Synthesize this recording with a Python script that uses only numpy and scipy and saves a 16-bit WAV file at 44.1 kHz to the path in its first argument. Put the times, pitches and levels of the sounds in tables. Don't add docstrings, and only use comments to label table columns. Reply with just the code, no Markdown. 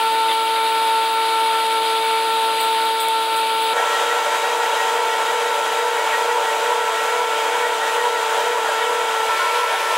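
import sys
import numpy as np
from scipy import signal
from scipy.fft import rfft, irfft, next_fast_len
from scipy.io import wavfile
from scipy.ndimage import uniform_filter1d, map_coordinates

SR = 44100
rng = np.random.default_rng(int(sys.argv[2]) if len(sys.argv) > 2 else 0)


def inscribe(sig):
    pcm = np.round(np.clip(np.atleast_2d(sig).T, -1, 1) * 32767)
    wavfile.write(sys.argv[1], SR, pcm.astype(np.int16))


def nominal_scale(level):
    x = np.asarray(level, float) / 20
    return 10 ** x


N = 439677


def unit(x):
    return x / np.sqrt(np.mean(x ** 2) + 1e-20)


def along(points, hz):
    f, v = np.transpose(points)
    return np.interp(np.log(hz + 1), np.log(f + 1), v)


def curves(rows, t):
    s, *columns = np.transpose(rows)
    return [np.interp(t, s, column) for column in columns]


def wobble(t, rate):
    slow = t[::32]
    knots = (slow - t[0]) * np.clip(rate, .1, 60)
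    return np.interp(t, slow, map_coordinates(rng.standard_normal(400), [knots]))


def filtered(x, response):
    m = next_fast_len(x.shape[-1] + 8192)
    return irfft(rfft(x, m) * response(np.fft.rfftfreq(m, 1 / SR)), m)[..., :x.shape[-1]]


def resonance(hz, centre, width):
    return 1 / (1 + (2 * (hz - centre) / width) ** 2)


def add_at(out, s, sound):
    out[round(s * SR):][:len(sound)] += sound


MESH_HZ = [112.01, 111.872, 111.92]
# (multiple of the base, rms level/dB at place 1, 2, 3)
ORDERS_DB = [(1, -69, -93, -91), (2, -59, -62, -65), (3, -47.5, -51, -61), (5, -47, -50, -43),
             (6, -46, -48, -58), (7, -50, -48, -46), (9, -47, -52, -50), (10, -56, -46, -50),
             (11, -50, -59, -52), (13, -49, -54, -45), (14, -60, -53, -56), (15, -58, -51, -55),
             (19, -60, -55, -57), (26, -53, -60, -60), (27, -56, -54, -57), (28, -51, -56, -57),
             (30, -53, -57, -59), (36, -58, -60, -60), (16, -45, -48, -37), (17, -55, -48, -49),
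             (22, -56, -52, -44), (23, -47, -69, -52), (24, -45, -50, -53), (32, -56, -54, -53)]
# (multiple of the base, rms level/dB at place 1, 2, 3)
SIDES_DB = [(4.077, -53, -65, -64), (4.897, -50, -50, -49), (7.135, -51, -53, -58), (12.747, -49, -55, -59),
            (13.08, -44, -60, -58), (20.578, -42, -54, -44), (20.641, -50, -63, -50),
            (21.579, -53, -66, -63), (29.371, -51, -51, -62), (31.369, -50, -56, -67),
            (33.262, -48, -71, -57), (43.14, -76, -57, -57), (30.37, -51, -55, -60), (35.26, -60, -59, -62),
            (40.14, -56, -66, -66), (41.14, -66, -62, -62), (42.14, -66, -59, -61)]
# (t/s, rms level/dB of order 4, of order 8)
SWAY = [(0.004, -31.5, -19.5), (0.19, -31.0, -19.0), (0.38, -32.5, -20.5), (0.56, -30.0, -20.5),
        (0.75, -31.0, -19.5), (0.94, -31.5, -19.0), (1.12, -32.0, -20.0), (1.31, -30.5, -19.5),
        (1.49, -30.5, -19.5), (1.68, -30.5, -20.5), (1.87, -28.0, -21.0), (2.05, -28.0, -21.0),
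        (2.24, -28.5, -21.0), (2.43, -29.5, -20.0), (2.61, -30.0, -21.0), (2.8, -30.0, -20.0),
        (2.98, -31.0, -20.5), (3.17, -31.0, -20.5), (3.36, -31.5, -21.0), (3.54, -31.0, -21.5),
        (3.729, -28.5, -20.5), (3.737, -35.0, -25.5), (3.96, -33.0, -26.0), (4.15, -35.0, -26.5),
        (4.34, -34.5, -25.5), (4.53, -32.0, -26.0), (4.72, -32.5, -25.5), (4.91, -32.0, -24.5),
        (5.1, -32.0, -24.5), (5.29, -32.0, -25.5), (5.48, -33.5, -26.0), (5.67, -31.5, -26.0),
        (5.86, -32.0, -26.5), (6.05, -32.5, -25.5), (6.24, -31.5, -26.0), (6.43, -31.0, -26.0),
        (6.62, -29.5, -25.0), (6.81, -31.0, -27.0), (7.0, -30.0, -27.0), (7.19, -31.5, -28.5),
        (7.38, -30.0, -25.5), (7.57, -31.5, -26.5), (7.76, -33.0, -27.0), (7.96, -31.0, -25.0),
        (8.15, -30.5, -28.0), (8.34, -30.0, -25.0), (8.53, -30.5, -28.5), (8.72, -29.5, -27.0),
        (8.91, -30.0, -27.5), (9.1, -30.5, -27.5), (9.288, -29.5, -26.5), (9.296, -36.0, -30.0),
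        (9.46, -36.0, -29.5), (9.63, -36.0, -30.0), (9.8, -35.0, -30.5), (9.966, -36.0, -32.0)]
# (t/s, rms level/dB of order 12, of order 20, of side line 34.262)
UPPER_SWAY = [(0.004, -29.5, -46.0, -41.0), (0.24, -32.0, -44.5, -41.5), (0.47, -31.5, -47.5, -40.5),
              (0.7, -30.5, -42.5, -41.0), (0.94, -30.5, -47.5, -40.5), (1.17, -29.0, -42.0, -42.5),
              (1.4, -30.0, -39.0, -41.5), (1.63, -29.5, -41.5, -45.5), (1.87, -31.0, -41.0, -39.0),
              (2.1, -31.0, -41.5, -46.0), (2.33, -31.0, -43.5, -39.5), (2.56, -31.5, -52.0, -45.5),
              (2.8, -32.0, -43.0, -40.0), (3.03, -32.5, -43.0, -42.0), (3.26, -31.0, -50.5, -42.0),
              (3.5, -32.0, -48.0, -42.0), (3.729, -31.0, -42.5, -42.5), (3.737, -25.5, -37.5, -42.0),
              (4.01, -27.0, -44.5, -41.5), (4.25, -29.0, -39.5, -42.0), (4.49, -31.5, -44.0, -41.5),
              (4.73, -31.0, -43.0, -40.0), (4.97, -30.5, -37.5, -48.5), (5.21, -29.5, -37.0, -42.5),
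              (5.45, -30.5, -39.5, -43.0), (5.69, -30.5, -46.5, -42.5), (5.93, -32.5, -39.0, -43.5),
              (6.17, -29.5, -37.5, -44.0), (6.41, -29.5, -40.5, -47.0), (6.65, -31.0, -44.0, -43.0),
              (6.89, -29.0, -41.0, -47.0), (7.13, -28.5, -39.0, -47.0), (7.37, -30.0, -38.5, -46.0),
              (7.61, -31.5, -36.5, -46.0), (7.85, -30.5, -42.0, -46.5), (8.09, -32.0, -47.0, -46.5),
              (8.33, -30.0, -46.5, -46.0), (8.57, -31.5, -47.0, -42.5), (8.81, -29.0, -39.0, -47.5),
              (9.05, -29.0, -43.0, -47.0), (9.288, -28.5, -39.5, -42.0), (9.296, -24.5, -36.5, -50.5),
              (9.52, -26.0, -37.0, -50.0), (9.74, -27.5, -36.0, -52.0), (9.966, -28.0, -42.5, -51.5)]
FLUTTER_DB = {4: .3, 8: 0.67, 12: 1, 20: 2, 34.262: 1.8}
# (t/s, f/Hz)
SLIP = [(0, 5.7), (.6, 5.6), (.85, 4.8), (1.3, 5.15), (2, 5.3), (2.5, 5.8), (3.73, 5.55)]
TWIN_DB = [-36, -52, -59]


def whine(t, place):
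    in_step_s = .052
    shaft_unrest = .01 * wobble(t, 3) + .0015 * wobble(t, 30)
    turns = MESH_HZ[place] * (t - in_step_s) + shaft_unrest
    start, slow = rng.random(60), t[::32]
    ahead = np.cumsum(curves(SLIP, t)[0]) / SR - SLIP[0][1] * in_step_s

    swaying_db = curves(SWAY, slow) + curves(UPPER_SWAY, slow)
    lines = []
    for (k, flutter_db), db in zip(FLUTTER_DB.items(), swaying_db):
        lines.append((k, 0, db + flutter_db * wobble(slow, 12), 0))
    for k, *db in ORDERS_DB + SIDES_DB:
        lines.append((k, 0, db[place] + .5, min(.4 + .09 * k, 2.2)))
    lines.append((12, ahead, TWIN_DB[place], .6))

    out = np.zeros(len(t))
    for k, lead, db, flicker_db in lines:
        level = np.interp(t, slow, nominal_scale(db + flicker_db * wobble(slow, 5.15)))
        out += level * np.sqrt(2) * np.sin(2 * np.pi * (k * turns + lead + start[round(k)]))
    return out


# (turns/s, peak t/s, level/dB)
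WHEEL = (2.288, 3.98, .55)
WHEEL_S = [0, 6.3, 9.58]
PINION_S = [0, 6.66, 9.415]
# (centre f/Hz, Hz per Hz of mesh drift, pulse level/dB once a pinion turn,
# twice a turn, blur f/Hz)
WORN = [
    (480.4, 1, 1, .6, 1.6),
    (963, 1.9, 2, 3.5, 1.2),
    (1445, 2, 3, 2, 9),
    (1913, 2, 10, 1.5, 30),
]
WORN_DB = [
    [0.1, -30.5, -35.5, -37.5],
    [0.1, -29.5, -44, -42],
]
# (t/s, mesh f/Hz, first line level/dB, share that swells with the wheel, runout share)
WORN_MESH = [(3.74, 476, -28, 0.34, 0.92), (4.0, 476, -31.5, 0.4, 1), (4.9, 475.7, -32, 0.44, 0.71),
             (5.35, 478.4, -31, .6, 1.5), (6.3, 476.5, -30.5, 0.65, 1), (7, 482, -31.5, 0.71, 0.89),
             (8.0, 480, -30.5, 0.7, 0.29), (9.28, 481, -32.5, 0.77, 0.55), (9.3, 480.6, -31.5, 0.75, .8),
             (9.97, 479, -37, 0.47, 1)]
# (t/s, second line level/dB, top line level/dB)
TURNS = [(3.79, 0.3, 0.8), (3.96, -1.1, 2.9), (4.13, -3.6, 1.8), (4.3, 1.8, 0.6), (4.47, 2.2, 3.3),
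         (4.64, -0.0, 1.9), (4.81, 2.7, 4.4), (4.97, -2.2, -0.5), (5.14, -1.4, 1.2), (5.31, 1.6, 2.0),
         (5.48, -2.4, 0.3), (5.65, 1.7, -4.6), (5.82, -1.2, -0.1), (5.99, -1.3, 0.8), (6.15, 3.3, 3.5),
         (6.32, -0.9, 0.1), (6.49, -0.2, -1.7), (6.66, 1.0, -3.0), (6.83, -1.9, -1.3), (7.0, 1.6, -1.4),
         (7.17, -1.0, -3.8), (7.33, -0.2, -3.3), (7.5, 3.0, -0.9), (7.67, -0.8, 2.2), (7.84, 1.2, 2.0),
         (8.01, -0.2, 2.3), (8.18, 0.6, -0.5), (8.35, 1.7, -5.8), (8.51, -1.9, -3.4), (8.68, 0.7, 0.8),
         (8.85, -2.4, 2.0), (9.02, 0.1, -0.1), (9.19, -0.8, -2.1), (9.45, 4, 2.8), (9.6, -3.1, -1.8),
         (9.79, 2, 1.0), (9.95, 2, -2.0)]
PULSE_LAG = [0, 1.6, 0, 0]


def worn_gears(t, place):
    mesh_hz, first_db, share, runout = curves(WORN_MESH, t)
    second_db, top_db = curves(TURNS, t)
    wheel_angle = 2 * np.pi * WHEEL[0] * (t - WHEEL_S[place])
    pinion = 2 * np.pi * 5.93 * (t - PINION_S[place])

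    first = nominal_scale(first_db) * (1 + share * np.cos(wheel_angle))
    second = (1 + .8 * share * np.cos(wheel_angle - .45)) * nominal_scale(.98 * second_db)
    swells = [first, second, 1, nominal_scale(1.4 * top_db)]

    drift = mesh_hz - WORN[0][0] + 1.2 * np.cos(wheel_angle - .5)
    bad_tooth = pinion - 1.35
    kick = runout * (np.cos(bad_tooth) + .6 * np.cos(2 * bad_tooth))
    kicks_hz = [2.2, 6, 9, 5]

    out = np.zeros(len(t))
    for row, level_db, swell, kick_hz, lag in zip(WORN, WORN_DB[place - 1], swells, kicks_hz, PULSE_LAG):
        hz, follow, once_db, twice_db, blur_hz = row
        pulse = nominal_scale(once_db * np.cos(pinion - lag) + twice_db * np.cos(2 * pinion + 2.3))
        line_hz = hz + follow * drift + kick_hz * kick + blur_hz * wobble(t, hz / 40 + 10)
        phase = 2 * np.pi * np.cumsum(line_hz) / SR
        unrest = nominal_scale((.3 + hz / 4000) * wobble(t, 7) + 3 * (hz / 1910) ** 3 * wobble(t, 45))
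        out += nominal_scale(level_db) * swell * unit(pulse * unrest * np.sin(phase))
    return out


# (f/Hz, side under mid level/dB)
WIDTH = [
    [(60, -10), (100, -1), (180, -3), (310, -15), (550, -25), (1100, -24), (1650, -12.5), (2860, -18.5), (4970, -6), (6600, -11), (8640, -15), (15000, -8)],
    [(60, -8), (100, -5), (180, -3), (310, -12), (550, -43), (1100, -30), (1650, -17), (2860, -18), (4970, -11), (8640, -15.5), (15000, -18)],
    [(60, -10), (100, -14), (180, -6), (310, -14), (550, -33), (950, -27), (1650, -13), (2860, -19), (4970, -12), (8640, -13), (15000, -22)],
]


def rush(t, gain, place, patchy_db):
    z = signal.stft(rng.standard_normal((2, len(t) + 512)), nperseg=512)[2]
    field = uniform_filter1d(rng.standard_normal(z.shape[1:]), size=8, axis=0)
    field = uniform_filter1d(field, size=10, axis=1)
    pair = signal.istft(z * nominal_scale(patchy_db * unit(field)), nperseg=512)[1][:, :len(t)]
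    mid, side = filtered(pair, lambda hz: gain(hz) * nominal_scale([0 * hz, along(WIDTH[place], hz)]))
    return np.array([mid + side, mid - side]) / np.std(mid)


# (f/Hz, level/dB per Hz)
ROAR = [
    [(40, -36), (150, -33), (300, -9.5), (400, -10.5), (550, -4), (900, -4), (1400, -1.5), (1800, -3),
     (2500, -2.5), (3500, -1), (4500, -6.5), (5700, -24), (8000, -25)],
    [(40, -44), (150, -46), (250, -17), (400, -4.5), (550, 3.5), (800, 2.5), (1000, 1), (1200, 6.5),
     (2000, -0.5), (3200, -1.5), (4200, -9.5), (5500, -15), (8000, -25)],
    [(40, -38), (150, -39), (250, -22), (400, -4.5), (550, 1), (800, 0.5), (1000, 11.5), (1200, -0.5),
     (2000, 0.5), (3200, -1), (4200, -8.5), (5500, -12), (8000, -27)],
]
# (f/Hz, width f/Hz, lift level/dB)
CASING = [
    [(545, 24, -1), (840, 23, 2.5), (1460, 57, 1), (1590, 82, -4.5), (2120, 430, -4.5), (2250, 32, 5.5),
     (3750, 47, 5.5)],
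    [(380, 7.2, 0), (584, 19, 9), (672, 12, 8.5), (773, 23, 7.5), (865, 28, 8.5), (980, 60, 9.5),
     (1214, 125, -7), (1850, 95, -0.5), (1897, 50, 6), (2030, 180, -2.5), (3270, 18, 7.5), (2560, 67, -1)],
    [(376, 12, 11), (584, 31, 8), (650, 22, 7), (773, 20, 6), (910, 24, 4), (1020, 27, 0), (1470, 40, 7),
     (1950, 27, 3), (2050, 150, -2.5), (3300, 60, 3)],
]


def drive_roar(t, place):
    def gain(hz):
        lift_db = sum(db * resonance(hz, centre, width) for centre, width, db in CASING[place])
        return nominal_scale(along(ROAR[place], hz) + lift_db)
    return nominal_scale([-26.5, -23, -22.5][place]) * rush(t, gain, place, patchy_db=.9)


# (f/Hz, level/dB per Hz)
HISS = [
    [(3000, -22), (5800, -11), (7300, -4), (8300, 2.5), (9100, 2), (10000, 5), (11200, -1), (12200, -6.5),
     (15800, -9.5)],
    [(3000, -24), (5400, -7), (7000, -1.5), (9000, -5), (11000, -11), (13000, -15.5), (15800, -18.5)],
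    [(3000, -27), (5400, -3), (7000, 1), (9000, -0.5), (11000, -4), (13000, -9), (15800, -14)],
]


def burner_hiss(t, place):
    noise = rush(t, lambda hz: nominal_scale(along(HISS[place], hz)), place, patchy_db=.34)
    return nominal_scale([-37, -35.5, -35.5][place]) * noise


CUTS = [0, 3.733, 9.292]
# (t/s, level/dB)
LEVELS = [(0.0, 0.3), (0.38, -0.5), (0.8, 0.6), (1.13, -0.1), (1.76, 0.8), (2.87, 0.5), (3.11, -0.5),
          (3.72, 0.4), (3.75, 0.7), (4.41, -0.1), (5.52, -1), (5.84, -0.86), (9.13, -1.1), (9.3, -1),
          (9.434, 0.5), (9.696, -1.5), (9.97, 0)]
# (f/Hz, left over right level/dB)
LEAN = [(900, 0), (1500, .2), (2400, 1.1), (4400, 1.6), (8000, .6), (15000, .5)]
TILT_DB = [.4, 0, 0]


def machine(place):
    first = round(CUTS[place] * SR)
    last = ([round(s * SR) for s in CUTS[1:]] + [N])[place] + 128
    t = np.arange(first, last) / SR
    halves = np.array([[.5], [-.5]])
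    effort_db, = curves(LEVELS, t)
    noise = drive_roar(t, place) + burner_hiss(t, place)

    throb_db = .33 * wobble(t, 14) + .4 * wobble(t, 35)
    if place == 1:
        turns, peak_s, wheel_db = WHEEL
        throb_db = throb_db + wheel_db * np.cos(2 * np.pi * turns * (t - peak_s))

    tones = whine(t, place)
    if place:
        tones = tones + worn_gears(t, place)
    tones = tones * nominal_scale((TILT_DB[place] + .2 * wobble(t, 1.9)) * halves)
    both = tones + nominal_scale(effort_db + throb_db) * noise

    lag_s = 5e-6
    return filtered(both, lambda hz: nominal_scale(along(LEAN, hz) * halves) * np.exp(-2j * np.pi * hz * lag_s * halves))


# (joint number, peak level/dB)
CHIRPS = [(0, -38), (1, -39), (3, -38), (4, -38), (6, -41), (7, -39), (10, -35), (11, -36), (14, -39),
          (17, -41), (19, -46), (20, -36), (23, -39), (24, -42), (26, -36), (27, -38), (29, -35), (30, -38),
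          (32, -38), (33, -35), (35, -36), (36, -35)]


def belt():
    out, t = np.zeros(N), np.arange(SR // 10) / SR
    for joint, db in CHIRPS:
        s = .0215 + joint * .1003
        hz = 15650 + 300 * np.exp(-t / .015) + 30 * wobble(t, 60)
        swell = (t / .016) ** 2 * np.exp(2 - 2 * t / .015) * nominal_scale(3 * wobble(t, 59))
        add_at(out, s - .014, nominal_scale(db) * swell * np.sin(2 * np.pi * np.cumsum(hz) / SR))
    return out * nominal_scale([[1.2], [-1.2]])


# (t/s, level/dB)
CLINKS = [
    (2.21, -41),
    (2.602, -24),
    (2.846, -35),
    (3.001, -23),
    (3.363, -26),
    (3.62, -35),
]
# (f/Hz, level/dB, swells until t/s, then dies in t/s)
BLADE = [(7950, 0, .002, .003), (8670, 2, .009, .005), (9400, -7, .012, .005), (10200, -7, .024, .005),
         (13100, -5, .016, .006), (14000, -10, .005, .004), (14800, -3, .005, .008)]


def blade():
    out, t = np.zeros(N), np.arange(SR // 5) / SR
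    for s, db in CLINKS:
        for late_s, less_db in [(0, -8.5), (.011, -23), (.028, -17)]:
            ring = np.zeros(len(t))
            for hz, level_db, top_s, dies_s in BLADE:
                size = nominal_scale(level_db + rng.normal(0, 1.7))
                swell = (t / top_s * np.exp(1 - t / top_s)) ** (top_s / dies_s)
                ring += size * swell * np.sin(2 * np.pi * hz * (1 + rng.normal(0, .0038)) * t)
            add_at(out, s + late_s, nominal_scale(db + less_db) * ring)
        walls = filtered(rng.standard_normal(len(t)), lambda hz: sum(
            nominal_scale(level_db) * resonance(hz, centre, 1000) for centre, level_db, *_ in BLADE))
        decay = nominal_scale(db - 11 - 60 * t / .5) + nominal_scale(db - 15 - 60 * t / .068)
        add_at(out, s, decay * unit(walls))
    return out * nominal_scale([[.8], [-.8]])


# (t/s, level/dB, decay t/s)
KNOCKS = [
    (0.284, -19, 0.02),
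    (.312, -19, 0.02),
    (.56, -23, 0.03),
    (8.821, -28, .05),
    (9.41, -32, 0.04),
]
# (f/Hz, width f/Hz, level/dB)
LUMP = [(670, 60, -8), (1150, 250, -2), (1800, 400, -2), (2200, 400, -4), (3100, 350, 1), (3600, 450, 1)]
# (t/s, level/dB, decay t/s)
THUMPS = [
    (3.765, -24, .03),
    (3.797, -21, .035),
    (4.13, -27, .04),
    (4.26, -27, .08),
    (8.645, -21, .03),
    (8.685, -20, .04),
    (9.72, -22, .05),
]
# (f/Hz, width f/Hz, level/dB)
HOPPER = [(580, 40, 0), (680, 40, 0), (780, 40, -3), (1660, 60, -4)]
# (t/s, rms level/dB, length t/s)
SNAP = (3.085, -19.5, .001)


def melt():
    out, t = np.zeros(N), np.arange(SR // 4) / SR
    for (s, db, decay_s), body in [(row, LUMP) for row in KNOCKS] + [(row, HOPPER) for row in THUMPS]:
        colour = [(c * (1 + rng.normal(0, .02)), w, level + rng.normal(0, 2)) for c, w, level in body]
        puff = unit(filtered(rng.standard_normal(len(t)), lambda hz: sum(
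            nominal_scale(level) * resonance(hz, c, w) for c, w, level in colour)))
        add_at(out, s, nominal_scale(db - 20 * t / decay_s) * (1 - np.exp(-t / .00072)) * puff)
    s, db, length_s = SNAP
    fizz = unit(filtered(rng.standard_normal(len(t)), lambda hz: np.exp(-((hz - 9800) / 3000) ** 2)))
    add_at(out, s, nominal_scale(db) * (t < length_s) * fizz / np.std(fizz[t < length_s]))
    return out


# (t/s, peak level/dB, swell t/s,
# f/Hz)
RATTLES = [(.284, -22, .006, 3550), (.285, -25, .006, 2050), (.312, -26, 0.0071, 3150),
           (3.764, -26, 0.008, 890), (3.77, -29, .006, 1370), (3.77, -28, .008, 2280),
           (3.794, -28, 0.0053, 1890), (3.803, -25, .008, 605), (3.812, -27, 0.0064, 936),
           (3.765, -33, .02, 1650), (8.815, -29, .015, 2240), (8.85, -33, .008, 2950),
           (9.39, -24, 0.023, 1456), (9.39, -25, 0.034, 1047), (9.58, -31, .025, 1040),
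           (9.73, -27, .025, 1465), (9.72, -27, 0.023, 770), (9.91, -27, .025, 1037),
           (.18, -50, .02, 14800), (2.77, -47, .01, 13100), (2.84, -42, .012, 13050),
           (2.21, -49, .012, 14000), (3.615, -46, .01, 14200)]


def panels():
    out, t = np.zeros(N + SR), np.arange(SR // 4) / SR
    for s, db, swell_s, hz in RATTLES:
        phase = 2 * np.pi * np.cumsum(hz * (1 + .008 * wobble(t, 40))) / SR
        swell = t / swell_s * np.exp(1 - t / swell_s)
        add_at(out, s, nominal_scale(db) * swell * np.sin(phase))
    return out[:N]


def scene():
    out = np.zeros((2, N + 128))
    fade = np.sin(np.linspace(0, np.pi / 2, 128))
    for place, s in enumerate(CUTS):
        part = machine(place)
        part[:, -128:] *= fade[::-1]
        if place:
            part[:, :128] *= fade
        if place == 1:
            t = np.arange(part.shape[1]) / SR
            part *= nominal_scale(-3.5 / (1 + (t / .028) ** 8))
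        out[:, round(s * SR):][:, :part.shape[1]] += part
    tick = np.hanning(40)
    out[:, round(CUTS[2] * SR):][:, :40] += nominal_scale(-25) * tick
    out[:, N - 50:N - 10] -= nominal_scale(-19) * tick
    return out[:, :N] + belt() + blade() + melt() + panels()


def top_cut(x):
    return signal.sosfilt(signal.butter(12, 15880, fs=SR, output="sos"), x)


def record(dry):
    mix = filtered(dry, lambda hz: hz < 15775)
    return top_cut(mix)


dry = scene()
out = record(dry)
inscribe(out)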